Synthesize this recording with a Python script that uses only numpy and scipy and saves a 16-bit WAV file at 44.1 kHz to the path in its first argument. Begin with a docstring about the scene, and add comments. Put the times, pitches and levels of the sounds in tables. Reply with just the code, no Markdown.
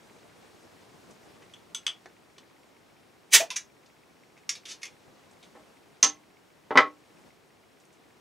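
"""A steel opener taps and pries the crown cap off a glass bottle: gas whistles out of the gap, air in
the neck pops, the freed cap rings. Cap and opener rattle and scrape in the hand, then are laid on a
pine shelf in a narrow, reflective corner. Each contact is a broadband crack plus ringing modes.
A small camera close by hisses, its lens motor ticks, and sleeves rustle faintly."""
import sys
import numpy as np
from scipy import signal
from scipy.fft import rfft
from scipy.io import wavfile
from scipy.ndimage import uniform_filter1d

SR = 44100
rng = np.random.default_rng(int(sys.argv[2]) if len(sys.argv) > 2 else 0)


def to_wav(sig):
    """Store sig (one row per channel, or 1-D mono) as 16-bit WAV at the path in sys.argv[1].

    Samples outside -1..1 are clipped; the rate is SR.
    """
    pcm = np.clip(np.atleast_2d(sig), -1, 1) * 32767
    pcm = np.round(pcm).astype(np.int16)
    wavfile.write(sys.argv[1], SR, pcm.T)  # frames by channels


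N = 361721

# Noise spectra: (frequency [Hz], relative density [dB])
HISS_SPECTRUM = [(12, -47), (20, -18), (74, -11.5), (113, -4), (301, -4), (328, -6.5), (357, 1.5),
                 (574, -10), (624, -6), (1260, -12), (2320, -15.5), (2750, -17), (16000, -33.5)]
CLOTH_SPECTRUM = [(12, -51.5), (20, -14), (113, 1), (422, 1.5), (472, -1), (718, -2.5), (1330, -8),
                  (8180, -19.5), (16000, -34.5)]
STEEL_SPECTRUM = [(300, -47), (900, -12.5), (2300, -7.5), (5000, -6), (6600, -4.5), (8000, -12),
                  (11000, -16), (14000, -26), (16000, -23)]
WOOD_SPECTRUM = [(30, -47.5), (100, -45.5), (270, -36.5), (900, 0), (2000, 0.5), (3500, -6), (6300, -16.5),
                 (9000, -32), (12000, -60), (16000, -70.5)]
JET_SPECTRUM = [(18, -86.5), (30, -36.5), (194, -37.5), (540, -24.5), (1280, -25.5), (1430, -14),
                (1810, -8.5), (2060, -4.5), (3140, -1.5), (3670, -5), (6550, -5), (13000, -17),
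                (16000, -23.5)]
# Background stereo image: (frequency [Hz], left-right correlation [-])
CORRELATION = [(60, 0.28), (130, 0.61), (290, 0.2), (640, 0.39), (1410, 0.44), (3100, 0.42), (6820, 0.95),
               (15000, 0.92)]
# Sleeve and skin movement: (time [s], level [dB])
RUSTLE_LEVELS = [(0, -57.5), (1.3, -56.5), (1.6, -59), (2.2, -64), (4.2, -66), (4.9, -61), (5.7, -60.5),
                 (6.3, -66), (6.95, -67), (7.1, -61.5), (7.28, -58.5), (7.4, -69.5), (8.21, -65.5)]
# Corner reflections: (frequency [Hz], T60 [s])
CORNER_DECAY = [(100, 0.083), (300, 0.25), (700, 0.2), (1500, 0.16), (3000, .16), (6000, .14), (12000, .12)]
# Corner width: (frequency [Hz], side re mid [dB])
CORNER_WIDTH = [(60, -13.5), (250, -24.5), (700, -25), (1500, -23.5), (3000, -21), (6000, -19.5),
                (10000, -12), (15000, -5)]
# Cap and shelf resonances: (frequency [Hz], level [dB], T60 [s])
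SEATED_CAP_MODES = [(3350, 0, .04), (6210, -5, .035), (3140, -7, .03), (3450, -9, .025), (1500, -2, .008),
                    (2950, -9, .012), (5300, -16, .01), (6450, -10, .012), (7850, -2, .012),
                    (9400, -14, .01), (10300, -12, .01)]
HELD_CAP_MODES = [(2410, -5, 0.021), (2670, 23, 0.0025), (3660, 15, 0.0058), (4700, 14, 0.002),
                  (5800, 20, 0.0035), (6376, 9, 0.029), (6830, -52.5, 0.0091), (9640, 5, 0.0018),
                  (10000, 4, .006), (12800, -5, .006)]
LOOSE_CAP_MODES = [(6277, 0, .05), (6335, -4, .045), (5260, -18, .015), (3800, -16, .015),
                   (10070, -26, .02)]
SHELF_MODES = [(299, -14, .3), (1091, -1, .13), (1321, -1, .16), (1996, -7, .1), (2030, -3, .14),
               (145, -28, .1), (503, -12, .08), (622, -6.5, .1), (795, -6.5, .1), (1583, -7, .04),
               (1776, -6, .05), (2370, -10, .04), (2960, -11, .04), (3220, -13, .05), (3600, -15, .03),
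               (4540, -24, .03), (5300, -26, .03), (6280, -26, .04)]
# Contacts: (time [s], strength [dB], favoured pitch [Hz], chatter decay [s])
OPENER_TAPS = [(1.536, -45.5, 3540, 0.0039), (1.7462, -29, 4780, 0.0048), (1.8655, -21, 3520, 0.0021),
               (1.878, -28, 3050, 0.0015), (1.9105, -43.5, 2610, 0.0025)]
HAND_RATTLES = [(3.402, -29.5, 5700, 0.002), (3.5025, -32, 3000, 0.013), (3.559, -35, 5930, .006),
                (3.5628, -26.5, 6300, 0.0054), (4.4915, -23.5, 6200, 0.0063), (4.551, -43, 3980, 0.01),
                (4.6525, -42.5, 3230, 0.015), (4.816, -49, 2570, .006), (4.8305, -33, 2000, .0043),
                (4.852, -40, 2740, 0.0057)]
CAP_LANDINGS = [(6.0276, -10.5, 6300, .006), (6.035, -14, 6300, 0.0034), (6.044, -17, 6280, 0.0044)]
SHELF_KNOCKS = [(5.549, -47.5, 755, .016), (6.029, -24.5, 3447, .023), (6.034, -27, 1032, 0.0137),
                (6.706, -25, 800, .013), (6.7545, -15.5, 1020, .018), (6.7735, -7, 2110, .011),
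                (6.785, -11, 1359, .013)]  # knuckle, cap, opener
FINGER_TOUCHES = [(1.107, -57.5, 6800, .0053), (1.419, -55, 2460, 0.011), (2.057, -42.5, 1670, 0.0038),
                  (2.38, -49, 3550, 0.0054), (3.859, -59.5, 4500, .006), (4.374, -54, 2350, .011),
                  (5.309, -64, 6910, .0098), (5.425, -53, 3450, 0.019), (7.799, -65, 7500, 0.0052),
                  (7.849, -65, 7600, .005), (7.925, -66, 7000, 0.0085)]
# Air in the neck: (time [s], level [dB], final pitch [Hz], T60 [s])
NECK_POPS = [(3.398, -27.5, 665, .13), (3.503, -45, 1013, 0.12)]
# Freed cap: (time [s], level [dB], frequency [Hz], T60 [s])
CAP_RINGS = [(3.407, -28, 2440, 0.085)]
# Contact types: (ring re crack [dB], tilt at 2 kHz favoured pitch [dB/oct],
# tilt change per octave of that pitch [dB/oct], rise at -30 dB [s], left re right [dB])
TAP, RATTLE = (9.5, -8.5, 9.5, .0016, .5), (2, .66, .18, .0015, -.3)
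DROP, KNOCK, TICK = (6.5, -3.1, 1.5, .0018, -2.5), (5.5, -1, 5.5, .0022, .16), (-6, -2.1, 4.5, .0009, .4)


def gain_of(db):
    return 10 ** (np.asarray(db) / 20)


def unit_rms(x):
    return x / np.sqrt(np.mean(x ** 2) + 1e-20)


def curve_at(points, hz):
    points_hz, values = np.transpose(points)
    return np.interp(np.log(hz + 1), np.log(points_hz + 1), values)


def coloured(x, spectrum):
    """Causal filter with the given spectrum."""
    hz = abs(np.fft.fftfreq(4096, 1 / SR))
    log_gain = np.log(gain_of(np.maximum(curve_at(spectrum, hz), -100)))
    taps = np.fft.ifft(np.exp(np.conj(signal.hilbert(log_gain)))).real[:2048]
    return signal.fftconvolve(x, taps)[:len(x)]


def resonate(x, hz, width_hz):
    """Resonator; the centre may glide."""
    carrier = np.exp(2j * np.pi * np.cumsum(hz * np.ones(len(x))) / SR)
    pole = np.exp(-np.pi * width_hz / SR)
    return 2 * (carrier * signal.lfilter([1 - pole], [1, -pole], x / carrier)).real


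def place(mix, start_s, sound, pan_db=0., corner_db=0.):
    """Adds direct sound plus corner reflections, drawn anew per event."""
    echoes = rng.choice([-1., 1.], (2, SR // 2)) * (rng.random((2, SR // 2)) < .1)
    echoes[:, :60] = 0
    hz, t, spectra = signal.stft(echoes, SR, nperseg=256)
    spectra *= gain_of(-60 * t / curve_at(CORNER_DECAY, hz)[:, None])
    spectra[1] *= gain_of(curve_at(CORNER_WIDTH, hz))[:, None]
    response = signal.istft(spectra, SR, nperseg=256)[1]
    wet = gain_of(corner_db)
    response *= np.array([[wet], [np.hypot(1, wet)]]) / np.linalg.norm(response[0])
    response[0, 0] = 1  # direct path
    mid, side = signal.fftconvolve(sound[None], response, axes=1)
    stereo = np.array([mid + side, mid - side]) * gain_of([[pan_db / 2], [-pan_db / 2]])
    span = mix[:, round(start_s * SR):][:, :len(mid)]
    span += stereo[:, :span.shape[1]]


def hiss_and_rustle(hiss_db=-60.5):
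    """Microphone and room hiss; cloth rustle swells over it."""
    frames, hz = N // 128 + 5, np.fft.rfftfreq(512, 1 / SR)
    left_re, left_im, other_re, other_im, flicker = rng.standard_normal((frames, 257, 5)).T
    flicker = unit_rms(uniform_filter1d(uniform_filter1d(flicker, 30, 0), 10, 1))
    correlation = curve_at(CORRELATION, hz)[:, None]
    left = left_re + 1j * left_im
    right = correlation * left + np.sqrt(1 - correlation ** 2) * (other_re + 1j * other_im)
    rustle_db = np.interp(np.arange(frames) * 128 / SR, *np.transpose(RUSTLE_LEVELS))
    hiss = gain_of(hiss_db + .18 * flicker) * unit_rms(gain_of(curve_at(HISS_SPECTRUM, hz)))[:, None]
    cloth = gain_of(rustle_db + 1.4 * flicker) * unit_rms(gain_of(curve_at(CLOTH_SPECTRUM, hz)))[:, None]
    spectra = np.array([left, right]) * np.hypot(hiss, cloth)
    noise_rms = np.std(signal.istft(left, nperseg=512, noverlap=384)[1])
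    sound = signal.istft(spectra, nperseg=512, noverlap=384)[1][:, :N] / noise_rms
    return sound * gain_of([[.45], [-.45]])


def lens_motor(first_s=.0265, rate_hz=15000 / 1001, tick_db=-75, whine_hz=5561, whine_db=-83):
    """Steady steps ring the camera body; a thin whine wavers."""
    onsets = np.round(np.arange(first_s, N / SR, 1 / rate_hz) * SR).astype(int)
    steps = np.zeros(N)
    steps[onsets] = gain_of(rng.normal(0, 1.5, len(onsets)))
    bursts = signal.oaconvolve(steps, np.hanning(420))[:N] * rng.standard_normal(N)
    body = resonate(resonate(bursts, 2200, width_hz=600), 2100, width_hz=980)
    whine = resonate(rng.standard_normal(N), whine_hz, width_hz=15)
    return gain_of(tick_db) * unit_rms(body) + gain_of(whine_db) * unit_rms(whine)


def strike(modes, crack_spectrum, ring_db, tilt_db_oct, favoured_hz, rise_s, chatter_s):
    """Contact and chatter excite the modes; the chatter alone is a broadband crack."""
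    t = np.arange(SR // 4) / SR
    chatter = rng.standard_normal(len(t)) * (rng.random(len(t)) < .3)
    chatter *= (1 - np.exp(-t / rise_s)) * np.exp(-t / chatter_s)
    force = chatter / np.linalg.norm(chatter)
    force[round(rise_s * SR)] += 1.7 * np.exp(-rise_s / .0019)  # impulse, weak in a slow touch
    octaves = np.linspace(-4, 4, 33)
    hz = 1000 * 2 ** octaves
    spot_db = 7.1 * np.exp(-(np.log2(hz / favoured_hz) / .43) ** 2)  # struck spot favours some modes
    touch_db = tilt_db_oct * np.maximum(octaves, -1.1) + spot_db - 9 * (hz / 13000) ** 4
    touch = np.transpose([hz, touch_db])
    power, bins_hz = abs(rfft(force)) ** 2, np.fft.rfftfreq(len(t), 1 / SR)
    response = np.zeros(len(t))
    for mode_hz, db, t60_s in modes:
        band = 1 / (1 + ((bins_hz - mode_hz) * t60_s) ** 2)
        drive = np.sqrt(power @ band / band.sum())  # divided out to hold the mode balance
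        detuned_hz = mode_hz * rng.normal(1, .0025)
        response += gain_of(db - 60 * t / t60_s) / drive * np.sin(2 * np.pi * detuned_hz * t)
    ring = signal.fftconvolve(coloured(force, touch), response)[:len(t)]
    crack = coloured(coloured(chatter, touch), crack_spectrum)
    sound = gain_of(ring_db) * ring / np.linalg.norm(ring) + crack / np.linalg.norm(crack)
    return sound / np.sqrt(uniform_filter1d(sound ** 2, size=200).max())


def contacts(mix, events, kind, modes, crack_spectrum, cutoff_hz, corner_db):
    """Higher spots strike harder, softer blows build slower; small bodies radiate little bass."""
    ring_db, base_tilt_db_oct, tilt_change, base_rise_s, pan_db = kind
    radiation = signal.butter(2, cutoff_hz, "high", fs=SR)
    for start_s, db, favoured_hz, chatter_s in events:
        tilt_db_oct = base_tilt_db_oct + tilt_change * np.log2(favoured_hz / 2000)
        rise_s = base_rise_s * 2 ** (-(db + 30) / 14)  # doubles per 14 dB softer
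        blow = strike(modes, crack_spectrum, ring_db, tilt_db_oct, favoured_hz, rise_s, chatter_s)
        place(mix, start_s, signal.lfilter(*radiation, gain_of(db) * blow), pan_db, corner_db)


def rim_scrape(mix, start_s=4.678, level_db=-43, rise_s=.017, hold_s=.026, fade_s=.036):
    """The crimped rim drags over the opener; uneven slips ring the held cap."""
    knots_s = np.cumsum([0, rise_s, hold_s, fade_s])
    db = level_db + np.interp(np.arange(0, knots_s[-1], 1 / SR), knots_s, [-9, 0, 1.5, -40])
    slips = rng.standard_normal(len(db)) * gain_of(1.5 * rng.exponential(1, len(db)))
    slips *= rng.random(len(db)) < .3
    slips = coloured(slips, [(1000, -9), (2500, 0), (6000, 7), (10000, -4.5), (16000, -30)])
    ring = sum(gain_of(mode_db) * resonate(slips, hz, np.log(1000) / np.pi / t60_s)
               for hz, mode_db, t60_s in HELD_CAP_MODES)
    place(mix, start_s, gain_of(db) * unit_rms(unit_rms(ring) + .55 * unit_rms(slips)), corner_db=-.5)


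def freed_cap(mix):
    """The cap comes off ringing in one damped mode."""
    t = np.arange(SR // 5) / SR
    for start_s, db, hz, t60_s in CAP_RINGS:
        place(mix, start_s, gain_of(db - 60 * t / t60_s) * np.sin(2 * np.pi * hz * t), corner_db=-8)


def neck_pops(mix, rise_s=.012, flat_fraction=.1):
    """Air in the neck resonates, starting flat and climbing to pitch as it swells."""
    t = np.arange(SR // 5) / SR
    attack = np.minimum(t / rise_s, 1)
    for start_s, db, final_hz, t60_s in NECK_POPS:
        hz = final_hz * (1 - flat_fraction * (1 - attack))
        breath = .75 * unit_rms(resonate(rng.standard_normal(len(t)), hz, width_hz=130))
        tone = np.sqrt(2) * np.sin(2 * np.pi * np.cumsum(hz) / SR)
        envelope = attack * gain_of(db - 60 * (t / t60_s) ** 1.4)
        place(mix, start_s, envelope * (tone + breath), corner_db=-12)


def gas_jet(mix, seal_s=3.306, full_s=3.338, hold_s=.012, free_s=3.41, full_db=-12.5, leak_db=-38):
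    """The seal cracks; a sputtering jet swells, holds, then drains to a leak until the cap is free."""
    swell_db_s, drain_db_s, end_db_s = 1500, 930, 1398
    t = seal_s + np.arange(SR // 6) / SR
    db = np.maximum(full_db - drain_db_s * np.maximum(t - full_s - hold_s, 0), leak_db)
    db -= swell_db_s * np.maximum(full_s - t, 0)
    db -= end_db_s * np.maximum(t - free_s, 0)
    gap_hz = np.interp(t, [full_s - .0125, full_s + .0125], [2400, 1890])  # falls as the gap widens
    noise = rng.standard_normal(len(t))
    sputter = gain_of(1.6 * unit_rms(uniform_filter1d(rng.standard_normal(len(t)), 60)))
    jet = signal.lfilter(*signal.butter(1, 300, "high", fs=SR), coloured(noise, JET_SPECTRUM))
    gap_whistle = .5 * unit_rms(resonate(noise, gap_hz, width_hz=340))
    high_whistle = .45 * unit_rms(resonate(noise, 6100, width_hz=590))
    gas = unit_rms(sputter * (unit_rms(jet) + gap_whistle + high_whistle))
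    place(mix, seal_s, gain_of(db) * gas, pan_db=-1.2)


def scene():
    mix = np.zeros((2, N))
    skin_spectrum = [(300, 12), (1500, 5.5), (4000, 3), (9000, -3), (16000, -33)]
    contacts(mix, OPENER_TAPS, TAP, SEATED_CAP_MODES, STEEL_SPECTRUM, cutoff_hz=1100, corner_db=-3)
    contacts(mix, HAND_RATTLES, RATTLE, HELD_CAP_MODES, STEEL_SPECTRUM, cutoff_hz=1500, corner_db=-1.5)
    contacts(mix, CAP_LANDINGS, DROP, LOOSE_CAP_MODES, STEEL_SPECTRUM, cutoff_hz=1500, corner_db=-3)
    contacts(mix, SHELF_KNOCKS, KNOCK, SHELF_MODES, WOOD_SPECTRUM, cutoff_hz=260, corner_db=-6)
    contacts(mix, FINGER_TOUCHES, TICK, HELD_CAP_MODES, skin_spectrum, cutoff_hz=300, corner_db=-4)
    rim_scrape(mix)
    gas_jet(mix)
    neck_pops(mix)
    freed_cap(mix)
    return mix + hiss_and_rustle() + lens_motor()


def record(dry):
    """Capsule low cut, input-stage soft clip, band limit."""
    low_cut_hz, high_cut_hz = 72, 15800
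    capsule = signal.lfilter(*signal.butter(2, low_cut_hz, "high", fs=SR), dry)
    clipped = capsule / (1 + capsule ** 6) ** (1 / 6)
    lowpass = signal.firwin(511, high_cut_hz, window=("kaiser", 9), fs=SR)
    return signal.oaconvolve(clipped, lowpass[None], "same")


dry = scene()
out = record(dry)
to_wav(out)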